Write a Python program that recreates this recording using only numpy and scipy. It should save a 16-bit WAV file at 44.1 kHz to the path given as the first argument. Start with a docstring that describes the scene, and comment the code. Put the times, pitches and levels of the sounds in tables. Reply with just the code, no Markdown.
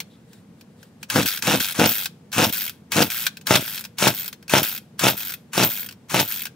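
"""On a concrete drive, a string trimmer's starter cord is pulled eleven times; the two-stroke never fires.
Each pull: the pawls catch, the cord rasps out, the piston puffs through a few turns, the cord jolts to a stop,
and the spring winds it back over a ticking, ringing ratchet. Five easy pulls are followed by six hard ones.
Puffs are pulses through a muffler colour; rattles, rasps and knocks are noise ringing a casing.
Around them: loose knocks, a sliding hand, a faint squeak, a scattered echo and distant rumble."""
import sys
import numpy as np
from scipy import signal
from scipy.fft import rfft, irfft
from scipy.io import wavfile

SR = 44100
rng = np.random.default_rng(int(sys.argv[2]) if len(sys.argv) > 2 else 0)


def master(y):
    """Save y as 16-bit WAV."""
    cut = np.clip(np.atleast_2d(y).T, -1, 1)
    pcm = np.round(cut * 32767)  # scale
    wavfile.write(sys.argv[1], SR, pcm.astype(np.int16))


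N = 288855
T = np.arange(N) / SR  # seconds


def amp(db):
    """Decibels to gain."""
    return 10 ** (np.asarray(db) / 20)


def unit(x):
    """Scales a sound to rms 1."""
    return x / np.sqrt(np.mean(x ** 2) + 1e-20)


def read(points, hz):
    """Reads between the points of a table on a log-frequency axis."""
    f, value = np.transpose(points)
    return np.interp(np.log(hz + 1), np.log(f + 1), value)


def add(mix, s, sound):
    """Mixes a sound in at time s, in seconds."""
    part = mix[max(round(s * SR), 0):][:len(sound)]
    part += sound[:len(part)]


def convolve(x, response):
    """Plays a signal through one response per channel."""
    return signal.oaconvolve(np.atleast_2d(x), np.atleast_2d(response), axes=1)[:, :N]


def colour(points, size=4096):
    """Turns a spectrum into a response of energy 1 that starts at once (minimum phase)."""
    hz = abs(np.fft.fftfreq(size, 1 / SR))
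    log_gain = np.log(amp(np.maximum(read(points, hz), -90)))
    spectrum = np.exp(np.conj(signal.hilbert(log_gain)))
    response = np.fft.ifft(spectrum).real[:size // 2]
    return response / np.linalg.norm(response)


def grains(per_s, spread_db):
    """Random tiny impacts of uneven size, rms 1."""
    size = amp(spread_db * np.minimum(rng.exponential(1, N), 3.5)) * rng.choice([-1, 1], N)
    return unit(size * (rng.random(N) < per_s / SR))


# Resonances of the plastic shell. Each row: pitch in Hz, width in Hz, level in dB.
SHELL_MODES = [(888, 22, -2), (1544, 28, -11.5), (1700, 18, -13), (2570, 64, -6.5), (3220, 42, -15.5),
               (5110, 27, -10.5), (5480, 78, -3.5)]


def shell(x):
    """The shell's resonances ring on top of whatever shakes it."""
    ringing = sum(amp(db) * signal.lfilter(*signal.iirpeak(hz, hz / width, fs=SR), x)
                  for hz, width, db in SHELL_MODES)
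    return x + ringing


def body(x, points, t60, ring_db, apart, count=6):
    """Impacts land on changing spots of the casing: a direct tick, then dense short modes, differing by ear."""
    t = np.arange(3000) / SR
    spot = rng.integers(0, count, N)[np.arange(N) // 32]  # a new spot every 32 samples
    out = np.zeros((2, N))
    for k in range(count):
        shared = rng.standard_normal(len(t))
        tail = (shared + apart * rng.standard_normal((2, len(t)))) * amp(-60 * t / t60)
        tail *= amp(ring_db) / np.linalg.norm(tail[0])
        tail[:, 0] += 1  # the direct tick
        out += convolve(x * (spot == k), tail / np.linalg.norm(tail[0]))
    return amp(-0.48) * shell(convolve(out, colour(points)))


# The pulls of the cord. Each row: time the pawls catch in seconds, then seconds after it until the engine
# is up to speed and until the cord stops, turns per second at full speed, then relative levels in dB of
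# catch, puffs, rattle, cord and jolt, and 0 for an easy or 1 for a hard pull.
PULLS = [ (1.100, 0.059, 0.097, 50.18, -21.5, -16.5, -22.5, -24.5, -28, 0),
         (1.423, 0.048, 0.12, 50.86, -22, -17.5, -21, -25.5, -25, 0),
         (1.744, 0.052, .110, 53.1, -52, -15.5, -19.5, -28, -11.5, 0),
         (2.329, .052, .110, 52.5, -32, -17, -19, -24.5, -12.5, 0),
         (2.919, .047, .100, 52.05, -21, -16.5, -22, -22.5, -10, 0),
         (3.469, 0.039, 0.084, 63.83, -20, -15.5, -18, -23.5, -8.5, 1),
         (3.984, .041, 0.089, 67.16, -25.5, -18, -19.5, -21.5, -8, 1),
         (4.495, .042, 0.081, 67.9, -29.5, -16, -17, -23, -13, 1),
         (4.993, .044, 0.086, 64.9, -21, -18, -18, -22.5, -9, 1),
         (5.532, 0.046, 0.099, 62.5, -31.5, -19.5, -19.5, -25, -11.5, 1),
         (6.096, .048, .099, 62.5, -41, -19, -20, -27.5, -11.5, 1)]
COAST_S = .078  # the engine runs on for this long after the cord stops


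def crank(pull, spin_up=.007, dragging=0.65, last=.4):
    """The crank is dragged over compression, snaps up to speed, then coasts: times, relative speed, turns."""
    catch, fast, stop, rate = pull[:4]
    rest = stop + COAST_S
    t = np.arange(0, rest, 1 / SR)
    moments = [0, fast - spin_up, fast, stop + spin_up, (stop + rest) / 2, rest]
    speed = np.interp(t, moments, [.1, dragging, 1, 1, .6, last])
    turns = np.cumsum(speed) * rate / SR
    return catch + t, speed, turns - np.interp(fast, t, turns)  # turn 0 is when it gets up to speed


def chamber(x, hz=750, width_hz=600):
    """A muffler chamber holds its own pitch back for a moment, which spreads out each puff."""
    return x - 2 * signal.lfilter(*signal.iirpeak(hz, hz / width_hz, fs=SR), x)


# Gas puffs in a turn: exhaust, transfer, intake. Each row: place as a share of a turn, relative strength
# in dB in an easy pull and in a hard pull, fading time of the puff in seconds.
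PORTS = [(0, -2, -2, 0.00015), (0.364, 0.5, -4, 0.001), (0.691, -3, -11, .0004)]


def port_puffs(turns, hard, gust=0.099, uneven_db=5.5):
    """Each port opens once a turn: an uneven pulse of gas and a gust fading over the turn."""
    puffs, gusts = np.zeros((2, len(turns)))
    for share, easy_db, hard_db, length in PORTS:
        strength = amp(hard_db if hard else easy_db)
        opens = np.diff(np.floor(turns - share), prepend=np.floor(turns[0] - share))
        pulses = opens * amp(uneven_db * rng.standard_normal(len(turns)))
        keep = np.exp(-1 / (length * SR))
        puffs += strength * signal.lfilter([1 - keep], [1, -keep], pulses)
        gusts += strength * np.exp(-((turns - share) % 1) / gust)
    return puffs, gusts


# Colour of the muffler and air box in easy and in hard pulls. Each row: pitch in Hz, level in dB.
EASY_GAS = [(35, -37), (65, -26), (100, 0), (150, -5), (215, 4), (320, 0.5), (400, -9.5), (480, 4),
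            (600, -9), (750, -2.5), (1100, -16), (1480, -2.5), (2200, -16.5), (3500, -34.5)]
HARD_GAS = [(35, -34), (65, -19), (110, 6), (170, 2.5), (320, 4), (480, 1), (620, 3), (760, -3.5), (880, 5),
            (1070, -16), (1300, 1.5), (1650, -4.5), (2300, -2), (3500, -27.5)]
# Colour of the rattling engine. Each row: pitch in Hz, level in dB.
RATTLE = [(350, -32.5), (600, -0.5), (698, -1), (779, -4.5), (869, -4.5), (1080, -5.5), (1450, -6),
          (1830, -13), (2830, -4.5), (3830, -8.5), (4340, -15.5), (5190, -11), (8390, -19.5),
          (14500, -19.5), (16000, -24)]
EDDIES = .55  # turbulent noise, as a gain beside the puffs


def engine(gas_power=2.0, rattle_power=3.1, steady=0.22, soft_hz=350, sharp_power=4):
    """Every turn pumps three puffs through the muffler; each sets off a gust of hiss and rattle."""
    gas, shake = np.zeros(N), np.zeros(N)
    for pull in PULLS:
        t, speed, turns = crank(pull)
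        puff_db, rattle_db, hard = pull[5], pull[6], pull[9] > .5
        puffs, gusts = port_puffs(turns, hard)
        muffler = colour(HARD_GAS if hard else EASY_GAS)
        flow = unit(chamber(convolve(puffs, muffler)[0, :len(t)]))
        hiss = gusts * rng.standard_normal(len(t))
        flow += EDDIES * unit(convolve(hiss, muffler)[0, :len(t)])
        # a slow piston uncovers the ports gently, so its puffs are dull
        dull = signal.sosfilt(signal.butter(2, soft_hz, fs=SR, output="sos"), flow)
        sharp = speed ** sharp_power
        flow = sharp * flow + (1 - sharp) * dull
        smooth_ends = signal.windows.tukey(len(t), .1)
        add(gas, t[0], amp(puff_db - 2.5) * flow * speed ** gas_power * smooth_ends)
        add(shake, t[0], amp(rattle_db) * unit(steady + gusts) * speed ** rattle_power)
    rattling = shake * grains(per_s=6000, spread_db=2.5)
    return gas + body(rattling, RATTLE, t60=0.0082, ring_db=1.5, apart=0.84)


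# Colours of the running cord and of blows on the plastic housing. Each row: pitch in Hz, level in dB.
CORD = [(210, -58.5), (350, -15.5), (899, -6), (1240, -5), (1680, -2.5), (1880, -7), (2540, -2), (2940, -7),
        (6130, -6.5), (8310, -11), (12200, -13), (14500, -12), (16000, -14)]
HOUSING = [(240, -50.5), (400, -25), (1250, -10.5), (1560, -0.5), (1990, -10.5), (2360, -4), (3750, -6.5),
           (4510, -5.5), (5600, -7.5), (6050, -8), (8370, -12.5), (14400, -14.5), (16000, -4.5)]


def cord(jolt_s=0.0087, settle_s=0.0017, slack=0.13):
    """The cord takes up its slack, rasps through the eyelet, then jerks the starter to a clattering stop."""
    rasp, jolt = np.zeros((2, N))
    t = np.arange(SR // 8) / SR
    for catch, fast, stop, *_, cord_db, jolt_db, _ in PULLS:
        moments = [-.016, -.001, .002, fast, stop, stop + 0.023]
        rasp += amp(cord_db) * np.interp(T - catch, moments, [0, slack, .65, 1.1, 1.1, 0])
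        jerk = np.minimum(t / 0.0019, 1) * np.exp(-np.maximum(t - jolt_s, 0) / settle_s)
        add(jolt, catch + stop, amp(jolt_db) * jerk)
    running = body(rasp * grains(per_s=4000, spread_db=2.5), CORD, t60=0.015, ring_db=2, apart=0.85)
    clatter = jolt * grains(per_s=12000, spread_db=0.5)
    return running + body(clatter, HOUSING, t60=.02, ring_db=3.5, apart=1.9)


# Ringing of the steel pawls. Each row: pitch in Hz, level in dB, time to fade by 60 dB in seconds.
PAWL_MODES = [(13810, -4, .05), (13950, -7, .02), (14130, 0, .05), (14440, 0, .05), (14600, -4, .015),
              (14905, -4, .035), (15240, -7, .03)]


def pawls(clicks):
    """Struck steel pawls ring at a cluster of very high pitches."""
    t = np.arange(SR // 6) / SR
    ring = sum(amp(db - 60 * t / t60) * np.sin(2 * np.pi * hz * t) for hz, db, t60 in PAWL_MODES)
    return convolve(clicks, ring / np.linalg.norm(ring))


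TICKS_PER_S = 121  # ratchet rate with the pulley at full speed


def tooth_drops(t, last, end_rate, slowing_s=.07, second_pawl=.3, second_db=-8, chatter_s=0.00067,
                uneven_db=1.5):
    """Two pawls drop over each tooth and chatter briefly, slowing to end_rate ticks per second; rms 1."""
    rate = TICKS_PER_S + (end_rate - TICKS_PER_S) * np.exp(-np.maximum(last - t, 0) / slowing_s)
    teeth = np.cumsum(rate) / SR
    teeth -= np.interp(last, t, teeth)  # a tooth falls exactly on the last tick
    force = amp(uneven_db * rng.standard_normal(64))[np.floor(teeth).astype(int) % 64]
    age = (teeth - np.array([[0], [second_pawl]])) % 1 / rate / chatter_s
    first, second = age * np.exp(-age)
    return unit(force * (first + amp(second_db) * second))


# The spring winding the cord back in. Each row: time the pulley turns back and time of the last tick in
# seconds, ticks per second at the end, then relative levels in dB of the slipping ring, first knock, ticks
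# and pawl ring, and the fade over the run in dB.
REWINDS = [ (1.26, 1.389, 56, -34, -23.5, -23, -21, 12.5), (1.602, 1.722, 70, -24, -21.5, -24.5, -25, 5),
           (1.889, 2.045, 80, -20, -36, -26, -19, 7), (2.524, 2.695, 50.7, -21, -41, -30, -23.5, 2.5),
           (3.101, 3.256, 111, -21, -27.5, -31, -27, -0.5), (3.606, 3.809, 56, -30, -39, -35, -32, -3),
           (4.140, 4.279, 39, -25, -45, -37, -29.5, -4), (4.631, 4.777, 60, -26, -38, -27.5, -20, 8.5),
           (5.172, 5.338, 48.6, -20, -45, -35.5, -28, -1.5), (5.697, 5.862, 47, -12, -47, -33.5, -24.5, 4),
           (6.279, 6.435, 55, -19, -44, -32.5, -25.5, 2)]
# Colour of the ratchet. Each row: pitch in Hz, level in dB.
RATCHET = [(240, -50.5), (400, -20), (594, -15.5), (678, -13), (896, -10.5), (1170, -11.5), (1470, 1),
           (1890, -4), (2540, 2), (2940, -5), (3300, 1), (5050, -3.5), (8570, -7.5), (12200, -2),
           (13300, -6.5)]
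# the pawls first slip over the halted pulley: delay after the cord stops, first tick level, fading
SLIP_DELAY_S, SLIP_TICK_DB, SLIP_FADE_DB_PER_S = .013, -25.5, 329
RING_FADE_DB = 3  # the pawls' ring fades this much more than the ticks over a rewind


def ratchet(scrape_db=-14, settle_s=0.034, settle_db=-16, pick_up_s=0.005, run_on_s=.008):
    """Pawls tick as the engine coasts, then as the cord scrapes back in; the spring settles."""
    ticks, rings, scrape = np.zeros((3, N))
    after = np.arange(SR // 5) / SR
    for pull, rewind in zip(PULLS, REWINDS):
        catch, _, stop, *_ = pull
        back, last, end_rate, slip_db, _, tick_db, ring_db, fade_db = rewind
        t = np.arange(catch + stop + SLIP_DELAY_S, last + run_on_s, 1 / SR)
        drops = tooth_drops(t, last, end_rate)
        slipping = amp(-SLIP_FADE_DB_PER_S * (t - t[0]))
        wound_in = (t - back) / (last - back)
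        winding = np.clip(1 + (t - back) / pick_up_s, 0, 1) * amp(-fade_db * wound_in)
        tick = np.hypot(amp(SLIP_TICK_DB) * slipping, amp(tick_db) * winding)
        ring = np.hypot(amp(slip_db) * slipping, amp(ring_db - RING_FADE_DB * wound_in) * winding)
        add(ticks, t[0], drops * tick)
        add(rings, t[0], drops * ring)
        add(scrape, t[0], amp(scrape_db) * tick)
        add(scrape, t[-1], amp(tick_db - fade_db + settle_db) * np.exp(-after / settle_s))
    drive = ticks * grains(per_s=15000, spread_db=4.0) + scrape * rng.standard_normal(N)
    casing = body(drive, RATCHET, t60=0.05, ring_db=3.0, apart=0.91)
    return amp(2.5) * casing + amp(-2.5) * pawls(rings * rng.standard_normal(N))


# The handle and slack cord knocking on the housing. Each row: time in seconds, relative level in dB.
LOOSE_KNOCKS = [(0.002, -26.5), (0.331, -47.5), (0.61, -47.5), (0.829, -45.5), (1.029, -33), (1.228, -23),
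                (1.374, -29), (2.057, -22), (2.318, -37), (2.327, -30), (2.495, -28.5), (3.266, -16),
                (3.37, -36.5), (3.412, -44.5), (3.777, -30.5), (3.84, -33.5), (3.85, -32.5), (4.328, -34),
                (4.426, -48.5), (4.48, -37.5), (5.206, -34), (5.3, -34), (5.888, -34.5), (5.91, -41.5),
                (5.924, -42), (6.454, -26.5), (6.467, -34.5)]
COMPRESSION_DB = -22.5  # relative level of the knock as the piston first goes over the top


def knocks(contact_s=0.0019, body_db=2, steel_db=-18):
    """Short rough blows ring housing and pawls: catch, compression, pulley turning back, loose handle."""
    hits = list(LOOSE_KNOCKS)
    for catch, fast, _, _, catch_db, *_ in PULLS:
        hits += [(catch, catch_db), (catch + fast, COMPRESSION_DB)]
    hits += [(back, knock_db) for back, _, _, _, knock_db, *_ in REWINDS]
    blows = np.zeros(N)
    t = np.arange(SR // 80) / SR
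    for s, db in hits:
        blow = rng.standard_normal(len(t)) * np.sqrt(t) * np.exp(-t / contact_s)
        add(blows, s, amp(db) * unit(blow))
    plastic = body(blows, HOUSING, t60=0.058, ring_db=-0.5, apart=1.7)
    return amp(body_db) * plastic + amp(steel_db) * pawls(blows)


# A hand sliding over shaft and handle. Each row: time of the stroke's height in seconds, its length in
# seconds, relative level in dB.
HAND_STROKES = [(0.13, 0.34, -67), (0.345, 0.23, -57), (0.60, 0.079, -62), (0.83, 0.19, -56.5),
                (1.023, .07, -55.5)]
# Colour of the rustling skin. Each row: pitch in Hz, level in dB.
RUSTLE = [(700, -36), (1500, -7), (1800, -0.5), (2400, -15), (3600, -2.5), (6000, -15), (8300, -7.5),
          (15000, -18)]


def hand(skin_db=-2):
    """Skin brushes over plastic: each stroke of tiny impacts swells and dies away."""
    stroke = sum(amp(db + skin_db) * np.cos(np.pi * np.clip((T - s) / length, -.5, .5)) ** 2
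                 for s, length, db in HAND_STROKES)
    return body(stroke * grains(per_s=7600, spread_db=0.0), RUSTLE, t60=.03, ring_db=7.5, apart=1.2)


def squeak(start=0.09, length=0.092, hz=3650, width_hz=450, db=-61):
    """A faint squeak as the fingers leave the handle: a narrow band of noise that swells and fades."""
    rub = signal.lfilter(*signal.iirpeak(hz, hz / width_hz, fs=SR), rng.standard_normal(N))
    return amp(db) * unit(rub) * np.sin(np.pi * np.clip((T - start) / length, 0, 1))


def yard(x, t60=.3, wet_db=-25, low_hz=500):
    """A faint scatter from the surroundings: a fading tail of noise without bass or top treble."""
    t = np.arange(SR // 2) / SR
    tail = rng.standard_normal((2, len(t))) * amp(-60 * t / t60) * np.minimum(t / 0.0034, 1)
    band = signal.butter(1, [low_hz, 7000], "bandpass", fs=SR, output="sos")
    tail = signal.sosfilt(band, tail)
    return amp(wet_db) * convolve(x, tail / np.linalg.norm(tail[0]))


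# Colour of the distant outdoor rumble. Each row: pitch in Hz, level in dB.
AIR = [(25, -34), (50, -38), (85, -8), (150, -2), (215, -0.5), (300, -12.5), (410, -16.5), (475, -11.5),
       (560, -20.5), (1000, -25.5), (2000, -31), (4000, -35.5), (8000, -39.5), (15000, -46)]
AIR_DB = -49  # level of the rumble


def air(apart_hz=1500):
    """Distant rumble, alike in both ears in the bass, under a faint diffuse hiss."""
    hz = np.fft.rfftfreq(N, 1 / SR)
    same = 1 / (1 + (hz / apart_hz) ** 2)
    noise = rfft(rng.standard_normal((3, N)))
    pair = np.sqrt(same) * noise[0] + np.sqrt(1 - same) * noise[1:]
    return amp(AIR_DB) * unit(irfft(pair * amp(read(AIR, hz)), N))


def scene():
    """The trimmer close by, in the open air."""
    trimmer = engine() + cord() + ratchet() + knocks() + hand() + squeak()
    return trimmer + yard(trimmer) + air()


# Level difference of the microphones. 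Each row: pitch in Hz, left minus right in dB before the bass is evened.
TILT = [(150, -5.5), (350, 5), (700, 1.1), (1400, 4), (2800, 0.9), (5600, 0.7), (10000, 4.5), (14000, 1)]
# Their phase difference. Each row: pitch in Hz, radians by which left leads before the bass is evened.
LEAD = [(180, 0.67), (350, -0.65), (700, -.45), (1300, 1.16), (2800, 0.18), (5600, 0.96), (10000, 1.5),
        (14000, 0.68)]
EDGE_HZ = 15750  # upper band limit


def record(dry):
    """Two closely spaced microphones, the left a little nearer and the bass alike; then the band limit."""
    hz = np.fft.rfftfreq(N, 1 / SR)
    apart = hz ** 4 / (hz ** 4 + 250 ** 4)  # near 0 in the bass, so both sides match there
    half = np.sqrt(amp(apart * read(TILT, hz))) * np.exp(.5j * apart * read(LEAD, hz))
    pair = irfft(rfft(dry) * np.array([half, 1 / half]), N)
    pair = pair / (1 + (pair / .85) ** 4) ** .25  # the input stage rounds off the tallest peaks
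    band_limit = signal.firwin(511, EDGE_HZ, window=("kaiser", 8), fs=SR)
    return signal.oaconvolve(pair, band_limit[None], "same", axes=1)


dry = scene()
out = record(dry)
master(out)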